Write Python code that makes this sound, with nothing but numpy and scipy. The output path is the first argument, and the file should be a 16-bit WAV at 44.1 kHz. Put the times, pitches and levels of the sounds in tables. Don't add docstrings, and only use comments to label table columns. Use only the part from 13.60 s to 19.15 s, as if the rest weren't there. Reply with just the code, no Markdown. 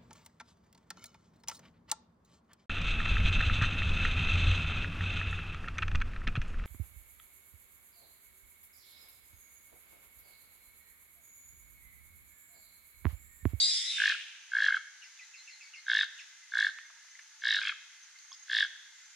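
import sys
import numpy as np
from scipy import signal
from scipy.fft import rfft, irfft, next_fast_len
from scipy.io import wavfile

SR = 44100
rng = np.random.default_rng(int(sys.argv[2]) if len(sys.argv) > 2 else 0)


def dump_mix(stems):
    frames = np.atleast_2d(stems).T
    limited = np.clip(frames, -1, 1)
    pcm = np.round(limited * 32767).astype(np.int16)
    wavfile.write(sys.argv[1], SR, pcm)


N = 244755
T = np.arange(N) / SR


def undb(db):
    return 10 ** (np.asarray(db) / 20)


def unit(x):
    return x / np.sqrt(np.mean(x ** 2))


def curves(table):
    times, *columns = np.transpose(table)
    return [np.interp(T, times, column) for column in columns]


def colour(x, points):
    hz, db = np.transpose(points)
    size = next_fast_len(x.shape[-1])
    f = np.maximum(np.arange(size // 2 + 1) * SR / size, 1)
    gain = undb(np.interp(np.log(f), np.log(hz), db))
    return irfft(rfft(x, size) * gain, size)[..., :x.shape[-1]]


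def stereo_noise(points, width, size=N):
    mid, side = colour(rng.standard_normal((2, size)), points)
    side = colour(side, width)
    return unit(np.array([mid + side, mid - side]))


def walk(rate_hz):
    lowpass = signal.butter(2, min(rate_hz, SR / 20), fs=SR / 8, output="sos")
    smooth = signal.sosfilt(lowpass, rng.standard_normal(N // 8))
    return unit(np.interp(np.arange(N), np.linspace(0, N, len(smooth)), smooth))


def turn(hz):
    return 2 * np.pi * np.cumsum(hz) / SR


def band(hz, width_hz):
    phase = turn(hz + np.zeros(N))
    return walk(width_hz / 2) * np.cos(phase) + walk(width_hz / 2) * np.sin(phase)


def bell(t, width):
    return np.exp(-(t / width) ** 2 / 2)


def fade(db_per_s, hold_s, release_db_per_s):
    return -db_per_s * T - release_db_per_s * np.maximum(T - hold_s, 0)


def add(out, start_s, x):
    i = int(start_s * SR)
    out[i:i + len(x)] += x[:N - i]


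# f/Hz, side minus mid/dB
OPEN_WIDTH = [(400, -3), (900, -8.5), (2300, -5.5), (4300, -1), (8000, 1.5)]


def yard(x, near_db, far_db, near_t60=0.11, far_t60=1.0, leaf_blur_hz=45):
    t, x = T[:SR], np.atleast_2d(x)
    fence_colour = [(400, -15), (1500, -2.5), (4000, 7), (12000, -21)]
    fence_width = [(1500, -9), (4000, -7.5), (8000, -11)]
    tree_colour = [(400, -12.5), (1700, -5.5), (2500, -1.5), (3300, -2.5), (4500, -4), (7000, -1),
                   (12000, -21)]
    fence = stereo_noise(fence_colour, fence_width, SR) * undb(-60 * t / near_t60) * (t > .004)
    trees = stereo_noise(tree_colour, OPEN_WIDTH, SR) * undb(-60 * t / far_t60)
    trees *= 1 - np.exp(-t / 0.016)
    analytic = signal.hilbert(x, next_fast_len(N))[:, :N]
    blurred = np.real(analytic * np.exp(1j * turn(leaf_blur_hz * walk(leaf_blur_hz))))
    near = undb(near_db) * signal.fftconvolve(x, unit(fence), axes=1)
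    far = undb(far_db) * signal.fftconvolve(blurred, unit(trees), axes=1)
    return (near + far)[:, :N] / np.sqrt(SR)


# t/s, f/Hz, level/dB, share of clean tone/0-1
LOWER_VOICE = [(0, 3753, -26.5, 0.8), (0.07, 3915, -36.5, 0.07), (.14, 3570, -38.5, 0.1),
               (0.231, 3410, -42, 0.26), (0.261, 3818, -32.5, 0.6), (0.318, 3773, -33, 0.48),
               (.345, 3605, -38.5, 1), (0.374, 3611, -31.5, 1), (.392, 3350, -52, 0),
               (0.561, 3440, -62, 0.3)]
# t/s, level/dB
HISS_SWELL = [(0, -61), (.1, -53.5), (.28, -56), (.4, -39.5), (.51, -39), (.66, -52), (.87, -62)]
# f/Hz, level/dB
HISS_BODY = [(600, -59), (1400, -4.5), (2050, 1.5), (2500, 9), (3300, 5), (4500, -10.5), (5800, -23.5),
             (7000, -47.5)]
HISS_EDGE = [(4000, -45), (5800, 9), (6500, -2), (7100, 1.5), (8000, -3), (8600, -4), (10200, -7.5),
             (11200, -19.5), (13000, -47.5)]


def screech(start_hz=4593, top_hz=5800, rise_s=0.22):
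    high_hz = top_hz + (start_hz - top_hz) * np.exp(-T / rise_s)
    high_db = -25.5 + fade(53.5, hold_s=0.17, release_db_per_s=103)
    high_tone = np.sin(turn(high_hz * (1 + 0.005 * walk(110))))
    high = undb(high_db) * (high_tone + 0.33 * band(high_hz * .93, 800))
    low_hz, low_db, clean = curves(LOWER_VOICE)
    low_db += fade(0, hold_s=LOWER_VOICE[-1][0], release_db_per_s=385)
    low_tone = np.sin(turn(low_hz * (1 + 0.0051 * walk(99))))
    low = undb(low_db) * (clean * low_tone + (1 - clean) * band(low_hz, 520))
    whistle_hz = np.interp(T, [0, .07, .3], [7250, 7920, 8000])
    whistle = undb(high_db - 12.5) * band(whistle_hz, 150) + undb(high_db - 17) * band(6920, 130)
    throat = undb(np.interp(T, [0, .28, .4], [-49, -46, -60])) * (T < .4) * band(2080, 290)

    body_db, = curves(HISS_SWELL)
    edge_db = -42 + fade(21, hold_s=0.4, release_db_per_s=44.5)
    hiss = undb(body_db + 2.5) * stereo_noise(HISS_BODY, OPEN_WIDTH)
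    hiss += undb(edge_db) * stereo_noise(HISS_EDGE, OPEN_WIDTH)
    hiss *= undb(1.1 * walk(40)) * np.clip((1 - T) / 0.091, 0, 1)

    lower, upper = low + throat, high + whistle
    upper_pair = np.array([upper, np.roll(upper, 3)])
    return 0.36 * lower + 0.9 * upper_pair + hiss + yard(lower + upper, near_db=-10, far_db=-10)


# f/Hz, level/dB
AIR_SPECTRUM = [(30, -26), (300, -31), (420, -31), (560, -15), (850, -6.5), (1250, 2.5), (1650, 11),
                (2150, 8), (2500, 4), (5200, 2.5), (6500, 7.5), (7500, -7), (10500, -15), (14000, -27)]


def open_air():
    return stereo_noise(AIR_SPECTRUM, OPEN_WIDTH) * undb(-58.5 + .5 * walk(6))


# f/Hz, width/Hz, level/dB
DISTANT_BANDS = [(885, 48, -83), (1574, 540, -76), (2055, 51, -69.5)]


def far_chorus():
    return sum(undb(db + 3.5 * walk(22)) * band(hz * (1 + 0.018 * walk(4.4)), width_hz)
               for hz, width_hz, db in DISTANT_BANDS)


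def croak(start, end, count, hz, sag_hz, peak, tone_db, octave_db, growl_db, growl_hz, rasp_db,
          squeak_db, nasal_hz, nasal_db, rough_db, ring_db, first_db, last_db, swell_db):
    gaps = 1 + .35 * np.linspace(0, 1, count - 1) ** 1.5
    progress = np.r_[0, np.cumsum(gaps)] / gaps.sum()
    t = progress * (end - start)
    effort = np.interp(progress, [0, np.clip(peak, .1, .9), 1], [0, 1, 0])
    slack = 1 - np.sin(np.pi / 2 * effort) ** 2.1
    attack_s, release_s = 0.014, 0.0049
    edges_db = first_db * np.exp(-t / attack_s) + last_db * np.exp((t - t[-1]) / release_s)
    shape_db = edges_db + swell_db * (progress - .5)
    return np.transpose([start + t,
                         tone_db - 1.5 * slack + shape_db,
                         hz - 122 * slack - sag_hz * progress ** 4,
                         octave_db - 9 * slack + shape_db,
                         growl_db - 10 * slack + edges_db,
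                         np.full_like(t, growl_hz),
                         rasp_db - 3.5 * slack + edges_db,
                         squeak_db - 6 * slack + edges_db,
                         np.full_like(t, nasal_hz),
                         nasal_db - 7 * slack + edges_db,
                         rough_db + 13.5 * (progress - .5) + edges_db,
                         ring_db + shape_db])


def pulse_clock(times):
    nearest = np.searchsorted((times[1:] + times[:-1]) / 2, T)
    return T - times[nearest], rng.standard_normal((len(times), 4))[nearest].T


def resonances(age, modes):
    out = np.zeros(N)
    for hz, width_s, db in modes:
        phase = 2 * np.pi * hz * (1 + 0.013 * walk(27)) * age + np.pi * walk(30)
        out += undb(db) * bell(age, width_s) * np.sin(phase)
    return out


# lead/s, width/s, f/Hz, level/dB
THROAT_SQUEAKS = [(0.00872, 0.0015, 5005, -4.5), (.0062, .0012, 4340, -3), (0.0032, 0.002, 3140, 2)]


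def squeaks(times, glide_hz_per_s=-120000, pitch_jitter=.03):
    early_s = THROAT_SQUEAKS[1][0]
    age, chance = pulse_clock(times - early_s)
    out = np.zeros(N)
    for (lead_s, width_s, hz, db), luck in zip(THROAT_SQUEAKS, chance):
        t = age - early_s + lead_s
        phase = 2 * np.pi * (hz * (1 + pitch_jitter * luck) + glide_hz_per_s * t / 2) * t
        phase += np.pi * luck + .6 * walk(700)
        out += undb(db - 1.5 + chance[3]) * bell(t, width_s) * np.sin(phase)
    return out


def trough_bounce(x, lag_s=0.001815, db=-14.5):
    size = next_fast_len(N + SR // 10)
    f = np.arange(size // 2 + 1) * SR / size
    comb = 1 + undb(db) * np.exp(-2j * np.pi * f * lag_s)
    return irfft(rfft(x, size) * comb, size)[..., :N]


# start/s, end/s, pulses/count, top f/Hz, final sag/Hz, peak of effort/0-1,
# tone/dB, octave/dB, growl/dB, growl f/Hz, rasp/dB, squeak/dB, nasal f/Hz, nasal/dB, roughness/dB,
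# beak ring/dB, first pulse/dB, last pulse/dB, swell over the call/dB
TOUCAN_CALLS = [(0.386, 0.547, 9, 1734, 43, 0.54, -16.5, -44, -30, 2770, -41, -32.5, 3710, -43.5, -34.5, -43, -14, -10.5, -7),
                (0.9211, 1.087, 10, 1709, 11, 0.93, -16.5, -52, -39, 2770, -46, -42.5, 3236, -41.5, -33.5, -46, -14, 5, -2.5),
                (1.1083, 1.1703, 4, 1640, 10, 0.33, -17, -47, -42, 2550, -50, -51, 3206, -39.5, -35, -42, -2, -1.5, -2),
                (2.2688, 2.434, 10, 1723, 10, 0.85, -16, -24, -34.5, 2650, -43.5, -34, 3673, -35, -53.5, -42.5, -20.5, 0.5, -5),
                (2.9234, 3.0914, 10, 1707, 10.8, 0.7, -16.5, -49.5, -46, 2623, -43, -47, 3497, -37, -38.5, -47, -15, -9.5, 0),
                (3.8236, 3.99, 10, 1780, 132, 0.7, -19, -24.5, -49, 2540, -42, -31.5, 3814, -35.5, -38, -44, -18, -0.5, -3),
                (4.0179, 4.1195, 6, 1682, 55, 0.81, -28, -33.5, -25.5, 2520, -46, -39.5, 3500, -47.5, -31, -41, 3, -9.5, 3),
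                (4.8845, 5.0508, 10, 1765, 18, 0.65, -18.5, -23.5, -47, 2694, -40.5, -31.5, 3380, -39.5, -44.5, -48, -20, -6.5, 4)]
# f/Hz, width/s, level/dB
BODY_MODES = [(606, 0.0025, -56), (1120, 0.0032, -36.5)]
# f/multiple of the call's growl f, width/s, level/dB
THROAT_MODES = [(.475, 0.0027, -20), (.86, .0026, -9), (1, 0.0019, -1.5), (1.27, 0.001, -1)]
# f/Hz, level/dB
RASP_SPECTRUM = [(430, -63.5), (610, -9), (780, -42.5), (1150, -2), (1300, -9.5), (1700, -0.5), (2170, -1),
                 (2450, -23), (2750, 1), (3500, -3.5), (3950, 5.5), (4250, 5.5), (4600, -2.5), (5100, -0.5),
                 (5600, -8), (6300, -8), (7700, -17.5), (14000, -41)]
# f/Hz, side minus mid/dB
RASP_WIDTH = [(1200, -31), (2300, 2.5), (4300, -19.5), (8000, 1)]


def toucans(burst_s=0.0014, glide_hz_per_s=-19000, skirt=0.051, rasp_lag_s=0.0092):
    pulses = np.vstack([croak(*call) for call in TOUCAN_CALLS])
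    (tone_db, hz, octave_db, growl_db, growl_hz, rasp_db, squeak_db,
     nasal_hz, nasal_db, rough_db, ring_db) = curves(pulses)
    age, chance = pulse_clock(pulses[:, 0])
    pitch_hz = hz * (1 + .01 * chance[0])
    phase = 2 * np.pi * (pitch_hz + glide_hz_per_s * age / 2) * age + np.pi * chance[1]
    swell = bell(age + 0.00065, burst_s * np.exp(.13 * chance[2])) + skirt * bell(age, 0.0023)
    tone = undb(tone_db) * (swell / (1 + skirt) * np.sin(phase) + resonances(age, BODY_MODES))
    overtone = np.sin(2.064 * phase) + 0.25 * band(nasal_hz, 650)
    octave = undb(octave_db + chance[3]) * bell(age + 0.00012, 0.001) * overtone
    throat = [(ratio * growl_hz, width_s, db) for ratio, width_s, db in THROAT_MODES]
    growl = undb(growl_db) * resonances(age + 0.000808, throat)
    puffs = bell(abs(age) - rasp_lag_s, .0028) + 0.3 * bell(age + 0.0027, 0.004)
    rasp = undb(rasp_db + 2.9 * walk(160)) * puffs * stereo_noise(RASP_SPECTRUM, RASP_WIDTH)
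    squeak = undb(squeak_db) * squeaks(pulses[:, 0])
    flutter = undb(rough_db) * bell(age - 0.0053, 0.0021) * band(.96 * hz, 230)
    flutter = colour(flutter, [(700, -30), (1300, 0)])
    hollow = undb(tone_db - 28) * band(1640, 280) + undb(ring_db) * band(2140, 110)
    hollow *= bell(age, 0.0058)
    twang = np.sin(2 * np.pi * nasal_hz * (1 + .02 * chance[0]) * age + np.pi * chance[2])
    nasal = undb(nasal_db) * (1.5 * twang * bell(age, .0015) + .68 * band(nasal_hz, 300) * puffs)
    voice = trough_bounce(tone + octave + growl + squeak + rasp + flutter + hollow + nasal)
    return voice + yard(voice, near_db=-12.5, far_db=-17.8, near_t60=.14)


# t/s, level/dB
LISP_NOTES = [(.79, -62.5), (1.296, -62), (1.64, -64), (1.834, -62), (2.251, -59.5), (2.906, -63.5),
              (3.253, -58.5), (3.502, -57), (3.607, -60.5), (3.793, -55.5), (4.421, -56), (4.691, -57.5),
              (5.054, -58), (5.449, -60)]


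def lisps(top_hz=6300, end_hz=5900, length_s=.024):
    out, progress = np.zeros(N), np.linspace(0, 1, int(length_s * SR))
    note = np.sin(np.pi * progress) * np.sin(turn(top_hz + (end_hz - top_hz) * progress))
    for start, db in LISP_NOTES:
        add(out, start, undb(db) * note)
    return out + yard(out, near_db=-3.5, far_db=-10.5)


# t/s, length/s, starting f/Hz, final f/Hz, level/dB
YELP_NOTES = [(1.419, 0.038, 2930, 2150, -52), (1.588, 0.057, 2706, 1980, -53.5),
              (1.736, 0.073, 2770, 2080, -52.5), (1.872, 0.092, 2770, 2098, -52),
              (2.003, 0.089, 2700, 2240, -53.5), (2.133, 0.066, 2910, 2130, -50.5),
              (2.583, 0.032, 2975, 2020, -48)]


def yelps(fall_s=0.015, pip_s=0.011, hold=0.66, octave_db=-9.5, octave_lag_s=0.013):
    tone, octave, t = np.zeros(N), np.zeros(N), T[:SR // 10]
    pip = np.exp(-(t / pip_s) ** 2)
    for start, length_s, top_hz, end_hz, db in YELP_NOTES:
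        phase = turn(end_hz + (top_hz - end_hz) * np.exp(-(t / fall_s) ** 2))
        shape = undb(db) * np.minimum(t / 0.0065, 1) * np.clip((length_s - t) / 0.018, 0, 1)
        add(tone, start, shape * (hold + pip) * np.sin(phase))
        add(octave, start + octave_lag_s, shape * (hold + .7 * pip) * np.sin(2 * phase))
    out = tone * (1 + 0.4 * walk(120)) + undb(octave_db) * octave * (1 + .85 * walk(230))
    return out + yard(out, near_db=-5, far_db=-9, near_t60=0.12)


# start/s, end/s, f/Hz, width/Hz, throb rate/Hz, level/dB
INSECT_SONGS = [(1.524, 2.1, 7030, 264.6, 64, -69.5), (2.507, 2.919, 7120, 262, 43, -73),
                (3.452, 4.332, 6880, 257, 51, -75), (4.559, 4.884, 6530, 107.6, 34, -62.5),
                (5.312, 5.586, 7120, 256, 42, -69)]


def insects(ramp_s=0.044):
    out = np.zeros((2, N))
    for start, end, hz, width_hz, throb_hz, db in INSECT_SONGS:
        singing = np.clip(np.minimum(T - start, end - T) / ramp_s, 0, 1)
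        throb = 1 + 0.59 * np.sin(2 * np.pi * throb_hz * (T - start))
        out += undb(db) * singing * throb * np.array([band(hz, width_hz), band(hz, width_hz)])
    return out


# t/s, level/dB, f/Hz, ring time/s, share of noise/0-1
FRUIT_PECKS = [(1.574, -49.5, 3500, 0.022, 0.32), (3.186, -32, 1650, 0.0074, 1),
               (3.297, -58, 1270, 0.1, 0.68), (3.446, -57, 956, 0.018, 0.76),
               (3.552, -44.5, 2020, 0.021, 0.02), (3.59, -45.5, 1746, 0.049, 0.43),
               (4.586, -49.5, 4490, 0.034, 0.27), (4.716, -49, 1080, 0.048, 0),
               (4.718, -43.5, 3340, 0.022, 0.15), (4.728, -24, 5120, 0.0049, 0.02),
               (4.736, -47.5, 3520, 0.023, 0.4), (4.746, -40.5, 4970, 0.011, 0.1)]


def beak_taps():
    out, t = np.zeros(N), T[:SR // 10]
    for start, db, hz, ring_s, share in FRUIT_PECKS:
        spectrum = [(hz / 4, -50), (hz / 2, -13), (hz, 0), (hz * 2, -12), (hz * 6, -45)]
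        crackle = unit(colour(rng.standard_normal(len(t)), spectrum))
        ring = np.sin(2 * np.pi * hz * t)
        shape = np.minimum(t / 0.0015, 1) ** 2 * undb(db + 4.5 - 60 * t / ring_s)
        add(out, start, shape * ((1 - share) * ring + 0.91 * share * crackle))
    return out + yard(out, near_db=-12.5, far_db=-23)


def scene():
    birds = toucans() + screech() + yelps() + lisps() + beak_taps()
    return birds + open_air() + far_chorus() + insects()


def record(dry):
    thin = colour(dry, [(150, -21.5), (370, -20.5), (550, -3), (10000, 4), (14000, 3)])
    top_hz = 14500
    return signal.sosfilt(signal.ellip(8, .2, 70, top_hz, fs=SR, output="sos"), thin)


dry = scene()
out = record(dry)
dump_mix(out)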